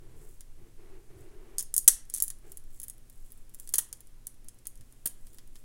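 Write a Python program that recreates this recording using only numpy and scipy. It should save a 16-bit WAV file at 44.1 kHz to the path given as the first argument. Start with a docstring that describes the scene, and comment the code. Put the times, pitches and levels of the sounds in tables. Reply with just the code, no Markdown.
"""Fingers break walnuts over a plate of pancakes in a quiet kitchen, where air, a rumble and an appliance hum go on.
At first sleeves rustle (trains of tiny clicks), the cook's weight bumps softly (low noise) and skin hisses on nuts.
From about 1.6 s kernels crackle, chip and split: sharp noise snaps that ring for a few ms, with a duller knock.
The hardest split, near 1.9 s, overloads the recorder; the plate and the room throw every snap back.
More splits follow near 3.7 s; near 5.1 s a nut lands with a crack and a low thump, among chips, crumbs and taps."""
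import sys
import numpy as np
from scipy import signal
from scipy.fft import rfft, irfft
from scipy.io import wavfile
from scipy.ndimage import uniform_filter1d

SR = 44100
rng = np.random.default_rng(int(sys.argv[2]) if len(sys.argv) > 2 else 0)


def dump(signal):
    """Clip the signal to [-1, 1] and save it as 16-bit WAV at the path in sys.argv[1]."""
    limited = np.clip(np.atleast_2d(signal).T, -1, 1)
    pcm = np.round(limited * 32767).astype(np.int16)
    wavfile.write(sys.argv[1], SR, pcm)


N = 248724  # length in samples
TIME = np.arange(N) / SR  # seconds

# In the colour tables only the shape counts: level_db is relative, per Hz of bandwidth.
# Colour of the still kitchen air: pitch_hz, level_db
AIR_COLOUR = [(20, 1), (35, -16), (55, -19.5), (90, -23.5), (160, -32), (320, -31.5), (550, -39),
              (900, -45), (2000, -47), (4500, -50), (10000, -46.5), (16000, -54.5)]
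# Colour of the deep rumble: pitch_hz, level_db
RUMBLE_COLOUR = [(3, -10), (13, -3.5), (22, -15.5), (40, -36), (200, -73)]
# Tones of the appliance hum: pitch_hz, level_db (rms)
HUM_TONES = [(120, -69.5), (241, -76.5)]

# Sleeves rustle as the arms move: start_s, length_s, level_db (reached at the end)
ARM_MOVES = [(0.0, 0.27, -61), (0.56, 0.12, -63), (0.771, 0.19, -57.5), (1.084, 0.19, -57.5),
             (1.29, .27, -57), (2.42, 0.057, -57)]
# Colour of the rustling cloth: pitch_hz, level_db
CLOTH_COLOUR = [(60, -18), (150, -12.5), (260, -14.5), (340, 3.5), (440, 2), (490, -14), (620, -13),
                (760, -14.5), (1300, -19), (2200, -20.5), (4000, -31.5), (9000, -39.5)]
# Soft low bumps as the cook shifts weight at the counter: middle_s, length_s, level_db
WEIGHT_SHIFTS = [(.12, 0.29, -55.5), (.62, 0.09, -58.5), (1.19, 0.13, -54), (4.82, 0.099, -61)]
# Colour of those bumps: pitch_hz, level_db
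SHIFT_COLOUR = [(30, -16), (80, 8.5), (150, 5.5), (220, -15), (330, -12.5), (700, -24), (2000, -62)]

# Skin slides on the nuts: middle_s, length_s, level_db
SKIN_RUBS = [(0.277, 0.22, -63), (1.212, 0.09, -65.5), (2.5, .1, -62.5), (2.755, 0.094, -60),
             (3.25, 0.44, -67), (3.65, .14, -62.5), (4.93, 0.27, -72), (5.3, 0.28, -67),
             (5.581, 0.08, -64.5)]
# Colour of the sliding skin: pitch_hz, level_db
SKIN_COLOUR = [(2000, -55), (5000, -21), (7000, -5.5), (8500, -0.5), (9700, -17), (10600, 1.5),
               (11600, -8.5), (16000, -8.5)]
# Colour of broken faces grinding together: pitch_hz, level_db
GRIND_COLOUR = [(300, -45), (1000, -33), (1800, -3.5), (2600, -10.5),
                (3500, 0.5), (5000, -1), (8000, 8.0), (14000, -22.5)]

# Near echoes off the plate, the board and the hands: middling delay_s, gain (factor)
NEAR_ECHOES = [(.0011, 0.18), (.0023, 0.22), (.0037, .22), (.0058, 0.14), (.0079, .16)]
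# How long the room rings: pitch_hz, time to fall by 60 dB_s
ROOM_DECAY = [(300, 0.17), (1300, 0.42), (3500, 0.32), (6500, 0.24), (9500, 0.21), (15000, 0.13)]

# Fracture and knock levels below are relative: snap() adds its own boosts.
# Colour of a fracture: pitch_hz, level_db
CRACK_COLOUR = [(1000, -50), (3000, -38), (4300, -24), (5600, -13), (7000, -4), (7700, -7), (8600, -1),
                (10600, 2), (12200, -4.5), (14700, -10), (16500, -7.5)]
# Colour of the kernel's knock between the fingers: pitch_hz, level_db
KNOCK_COLOUR = [(120, -17), (220, -13), (380, -4), (700, -12.5), (1100, -4.5), (1400, -5), (1900, 0),
                (2250, -7.5), (2750, -5.5), (3300, 1.5), (3900, -3), (5000, 1), (8000, -10)]
# Snaps and taps with a knock level of their own: start_s, level_db, knock_db (relative to level_db)
KNOCKING_TAPS = [(0.4077, -41, -16), (2.3025, -28.5, -21.5), (3.675, -39, -19), (3.9281, -30, -21.5),
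                 (4.6552, -47, -9.5), (4.7753, -52.5, -21), (4.81, -50.5, -12), (5.269, -48, -13),
                 (5.3848, -45, -7.5), (5.5563, -48.5, -6)]
# A single chip snaps off: start_s, level_db, brightness_hz
CHIP_SNAPS = [(1.6257, -28, 11600), (1.7412, -19, 9860), (1.7647, -14, 10530), (1.7798, -11, 10430),
              (1.8447, -37.5, 12000), (2.0996, -33.5, 9870), (2.2021, -23, 9200), (2.2232, -10.5, 11240),
              (2.238, -21, 11200), (2.2806, -27.5, 10300), (2.5198, -35.5, 10900), (2.5722, -33.5, 10700),
              (2.8001, -31, 11120), (2.817, -39, 10050), (2.8828, -31.5, 11300), (2.8988, -31, 10470),
              (3.0984, -45, 11100), (3.3201, -34.5, 12900), (3.5462, -36.5, 10830), (3.5989, -34, 10560),
              (3.6915, -32.5, 10400), (3.7253, -40, 12500), (3.756, -20, 10000), (4.006, -41.5, 10980),
              (4.2693, -27.5, 10500), (4.4851, -37, 9300), (4.67, -26, 10900), (5.0733, -23, 10400),
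              (5.3453, -42, 12670)]
# A crack creeps on in small steps while its faces grind:
# start_s, length_s, level_db, brightness_hz, grinding_db
CREEPING_CRACKS = [(1.5833, 0.024, -25.5, 9000, -58), (2.1392, .043, -27.5, 9900, -50.5),
                   (2.8317, .011, -37, 11430, -73)]
# A kernel splits or a nut is set down hard: start_s, level_db, knock_db (relative to level_db),
# brightness_hz, thud_db, thud_pitch_hz, hand_jolt_db
HARD_CRACKS = [(1.8783, -2.5, -28.5, 9640, -29.5, 700, -61.5), (3.7385, -19, -21.5, 9550, -35.5, 1330, -55),
               (3.783, -14.5, -25.5, 10430, -32, 1060, -63), (5.0577, -18.5, -25, 11900, -34, 600, -38)]
# Every hard crack comes in three quick stages: delay_s, level_db (relative)
CRACK_STAGES = [(0, 1), (.0023, 0), (.0061, -3)]

AIR_DB = -48
MOVE_ATTACK_S, MOVE_RELEASE_S, MOVE_SWELL_DB = 0.022, 0.057, 2.5  # a move swells until it stops
CREEP_RUB_DB = -30  # hiss of skin, relative to the crack
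HAND_HZ = 232  # the soft swing of the jolted hand
TAP_BRIGHT_HZ = 9470

# A chip of level CHIP_DB and brightness CHIP_HZ has the knock KNOCK_DB.
# The knock grows more slowly than the crack, and brighter chips knock less.
CHIP_DB, CHIP_HZ, KNOCK_DB = -29, 11200, -59.5
KNOCK_GROWTH, KNOCK_DB_PER_OCTAVE = .45, -17  # knock dB per crack dB; dB per octave of brightness
# A creeping crack starts hardest; its other steps fade unevenly over the run
FIRST_STEP_DB, CREEP_FADE_DB, STEP_SPREAD_DB = 6, -4.5, 3
STEP_JITTER = .14  # typical shift of a step, as a share of the gap between steps
EDGE_HZ = 16200  # top of the recorder's range


def amp(db):
    """Turns decibels into a gain."""
    return 10 ** (np.asarray(db) / 20)


def unit(x):
    """Scales a sound to rms 1."""
    return x / np.sqrt(np.mean(x ** 2) + 1e-20)


def read(points, hz):
    """Reads a table between its points, with pitch on a log scale."""
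    f, value = np.transpose(points)
    return np.interp(np.log(hz + 1), np.log(f + 1), value)


def add(mix, s, sound):
    """Mixes a sound in, starting at time s."""
    part = mix[max(round(s * SR), 0):][:len(sound)]
    part += sound[:len(part)]


def colour(x, points):
    """Shapes the spectrum of a steady sound by a table, at rms 1."""
    gain = amp(read(points, np.fft.rfftfreq(len(x), 1 / SR)))
    return unit(irfft(rfft(x) * gain, len(x)))


def burst(envelope, gain_db, size):
    """Makes a short random ring of energy 1; the colour filter only acts forward in time."""
    spectrum = np.fft.fft(envelope * rng.standard_normal(len(envelope)))
    # Flatten the broad colour, so that chance sets only the narrow resonances
    broad = np.sqrt(uniform_filter1d(abs(spectrum) ** 2, size, mode="wrap"))
    log_gain = np.log(amp(gain_db) / broad)
    causal_filter = np.exp(np.conj(signal.hilbert(log_gain)))
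    ring = np.fft.ifft(spectrum * causal_filter).real
    return ring / np.linalg.norm(ring)


def swells(rows):
    """Makes a gain of smooth humps from rows of middle_s, length_s, level_db."""
    return sum(amp(db) * np.exp(-(2 * (TIME - s) / length) ** 2) for s, length, db in rows)


def slips(per_s, spread_db):
    """Makes a dense random train of tiny clicks of uneven size, as when surfaces slip."""
    size = rng.choice([-1, 1], N) * amp(spread_db * rng.uniform(-1, 1, N))
    return size * (rng.random(N) < per_s / SR)


def kitchen(rumble_db=-48):
    """Still air and a deep rumble are coloured noise; the appliance hum is steady pure tones."""
    air = amp(AIR_DB) * colour(rng.standard_normal(N), AIR_COLOUR)
    rumble = amp(rumble_db) * colour(rng.standard_normal(N), RUMBLE_COLOUR)
    hum = sum(amp(db) * np.sqrt(2) * np.sin(2 * np.pi * hz * TIME) for hz, db in HUM_TONES)
    return air + rumble + hum


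def room(x, tail_db=-14.5, rise_s=.004, size=16384):
    """Many mixed reflections form a tail that rises quickly and dies away, highest treble first."""
    t = TIME[:size]
    slowest = max(t60 for _, t60 in ROOM_DECAY)
    rise = 1 - np.exp(-(t / rise_s) ** 2)
    wash = burst(amp(-60 * t / slowest) * rise, np.zeros(size), size=41)
    # The wash fades at the slowest rate; each pitch now gets the rest of its own fade
    hz, at, z = signal.stft(wash, SR, nperseg=256)
    extra_fade = 1 / read(ROOM_DECAY, hz)[:, None] - 1 / slowest
    tail = signal.istft(z * amp(-60 * at * extra_fade), SR)[1]
    return amp(tail_db) * signal.fftconvolve(x, tail / np.linalg.norm(tail))[:N]


def movement(start, length, db):
    """An arm move makes its cloth louder as it gathers speed, then lets it die away."""
    t = TIME - start
    attack = np.clip(t / MOVE_ATTACK_S, 0, 1)
    swell_db = MOVE_SWELL_DB * (np.clip(t / length, 0, 1) - 1)
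    release = np.exp(-np.maximum(t - length, 0) / MOVE_RELEASE_S)
    return attack * amp(db + swell_db) * release


def clothes():
    """Many small folds slip in a soft, dull rustle; shifting weight makes low bumps."""
    moving = np.max([movement(*row) for row in ARM_MOVES], axis=0)
    rustle = moving * colour(slips(8000, 6), CLOTH_COLOUR)
    bumps = swells(WEIGHT_SHIFTS) * colour(rng.standard_normal(N), SHIFT_COLOUR)
    return rustle + bumps


def rubbing(overhang=1.6):
    """Skin slips finely on the wrinkled kernel; broken faces grind coarsely and sound its body."""
    fine, coarse = slips(1600, 14), slips(900, 9)
    skin, faces = swells(SKIN_RUBS), np.zeros(N)
    for s, length, db, _, grind_db in CREEPING_CRACKS:
        slide_s = overhang * length  # the sliding outlasts the steps
        slide = swells([(s + slide_s / 2, slide_s, db)])
        skin = skin + amp(CREEP_RUB_DB) * slide
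        faces = faces + amp(grind_db - db) * slide
    return skin * colour(fine, SKIN_COLOUR) + faces * colour(coarse, GRIND_COLOUR)


def echoed(x, wander=.25):
    """The plate, board and hands echo a snap; the paths change each time as the hands move."""
    out = x.copy()
    shifts = rng.uniform(-0.83, 1, len(NEAR_ECHOES))
    for (delay, gain), shift in zip(NEAR_ECHOES, shifts):
        add(out, delay * np.exp(wander * shift), gain * x)
    return out


def thud(hz, decay_cycles=0.61):
    """A soft, heavy body swings and is damped within about a cycle."""
    turns = hz * TIME[:SR // 10]
    return np.sin(2 * np.pi * turns) * np.exp(-turns / decay_cycles)


def snap(db, knock_db, bright_hz, crack_s=.0007, ring_s=.0035, ring_share=0.22, knock_s=0.0063,
         tilt_db=45, centre_hz=10200, crack_db=17.5, body_db=23, size=2048):
    """A fracture is a sudden break, the fragment's short ring and the kernel's duller knock."""
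    t, hz = np.arange(size) / SR, abs(np.fft.fftfreq(size, 1 / SR))
    # Smaller fragments sound brighter: tilt the colour around centre_hz
    octaves = np.log2(np.maximum(hz, centre_hz / 2) / centre_hz)
    tilt = tilt_db * np.log2(bright_hz / centre_hz) * octaves
    crack_fade = np.exp(-t / crack_s) + ring_share * np.exp(-t / ring_s)
    crack = burst(crack_fade, read(CRACK_COLOUR, hz) + tilt, size=121)
    knock = burst(np.exp(-t / knock_s), read(KNOCK_COLOUR, hz), size=15)
    return amp(db + crack_db) * crack + amp(db + knock_db + body_db) * knock


def chip(db, bright_hz):
    """A small fracture knocks according to its strength and size."""
    growth_db = KNOCK_GROWTH * (db - CHIP_DB)
    size_db = KNOCK_DB_PER_OCTAVE * np.log2(bright_hz / CHIP_HZ)
    return snap(db, KNOCK_DB + growth_db + size_db - db, bright_hz)


def crumbs(per_s=12, crumb_db=-53.5, spread_db=3, knock_db=-17.5, bright_hz=10500, spread_hz=700,
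           count=60):
    """Crumbs tick faintly at random, as tiny fractures, from the first creeping crack on."""
    s, sounds = CREEPING_CRACKS[0][0], []
    for wait, strength, bright in rng.standard_normal((count, 3)):
        s += (wait ** 2 + 1) / (2 * per_s)  # an uneven wait, 1 / per_s on average
        tick = snap(crumb_db + spread_db * strength, knock_db, bright_hz + spread_hz * bright)
        sounds.append((s, tick))
    return sounds


def crackles(count=6):
    """A creeping crack breaks in small steps, jittered about an even spacing, that fade over the run."""
    sounds = []
    for s, length, db, bright_hz, _ in CREEPING_CRACKS:
        sounds.append((s, chip(db + FIRST_STEP_DB, bright_hz)))
        jitter = STEP_JITTER * rng.standard_normal(count - 1)
        for part in (np.arange(1, count) + jitter) / (count - 1):
            step_db = db + CREEP_FADE_DB * part + STEP_SPREAD_DB * rng.standard_normal()
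            sounds.append((s + part * length, chip(step_db, bright_hz)))
    return sounds


def hard_cracks():
    """A kernel that splits, or a nut set down hard, cracks in several quick fractures."""
    sounds = []
    for s, db, knock_db, bright_hz, *_ in HARD_CRACKS:
        for delay, stage_db in CRACK_STAGES:
            sounds.append((s + delay, snap(db + stage_db, knock_db, bright_hz)))
    return sounds


def walnuts(thud_delay_s=0.0021):
    """All fractures, taps and thuds of the nuts: as heard close by, and as sent into the room."""
    chips = [(s, chip(db, bright_hz)) for s, db, bright_hz in CHIP_SNAPS]
    taps = [(s, snap(db, knock_db, TAP_BRIGHT_HZ)) for s, db, knock_db in KNOCKING_TAPS]
    near, sent = np.zeros(N), np.zeros(N)
    for s, sound in hard_cracks() + crackles() + chips + taps + crumbs():
        add(near, s, echoed(sound))
        add(sent, s, sound)
    for s, *_, thud_db, thud_hz, hand_db in HARD_CRACKS:
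        jolt = amp(thud_db) * thud(thud_hz) + amp(hand_db) * thud(HAND_HZ)
        add(near, s + thud_delay_s, jolt)
        add(sent, s + thud_delay_s, jolt)
    return near, sent


def scene(room_db=1):
    """Puts the nuts and hands in the room, over the clothes and the still kitchen."""
    near, sent = walnuts()
    skin = rubbing()
    reverb = amp(room_db) * room(sent + skin)
    return (near + skin + reverb + clothes() + kitchen())[None]


def band_limit(x):
    """Cuts steeply above the recorder's range."""
    low_pass = signal.firwin(161, EDGE_HZ, window=("kaiser", 7), fs=SR)
    return signal.oaconvolve(x, low_pass[None], "same")


def record(dry):
    """The recorder limits the band, clips at full scale, and limits the band again."""
    clipped = np.clip(band_limit(dry), -1, 1)
    return band_limit(clipped)


dry = scene()
out = record(dry)
dump(out)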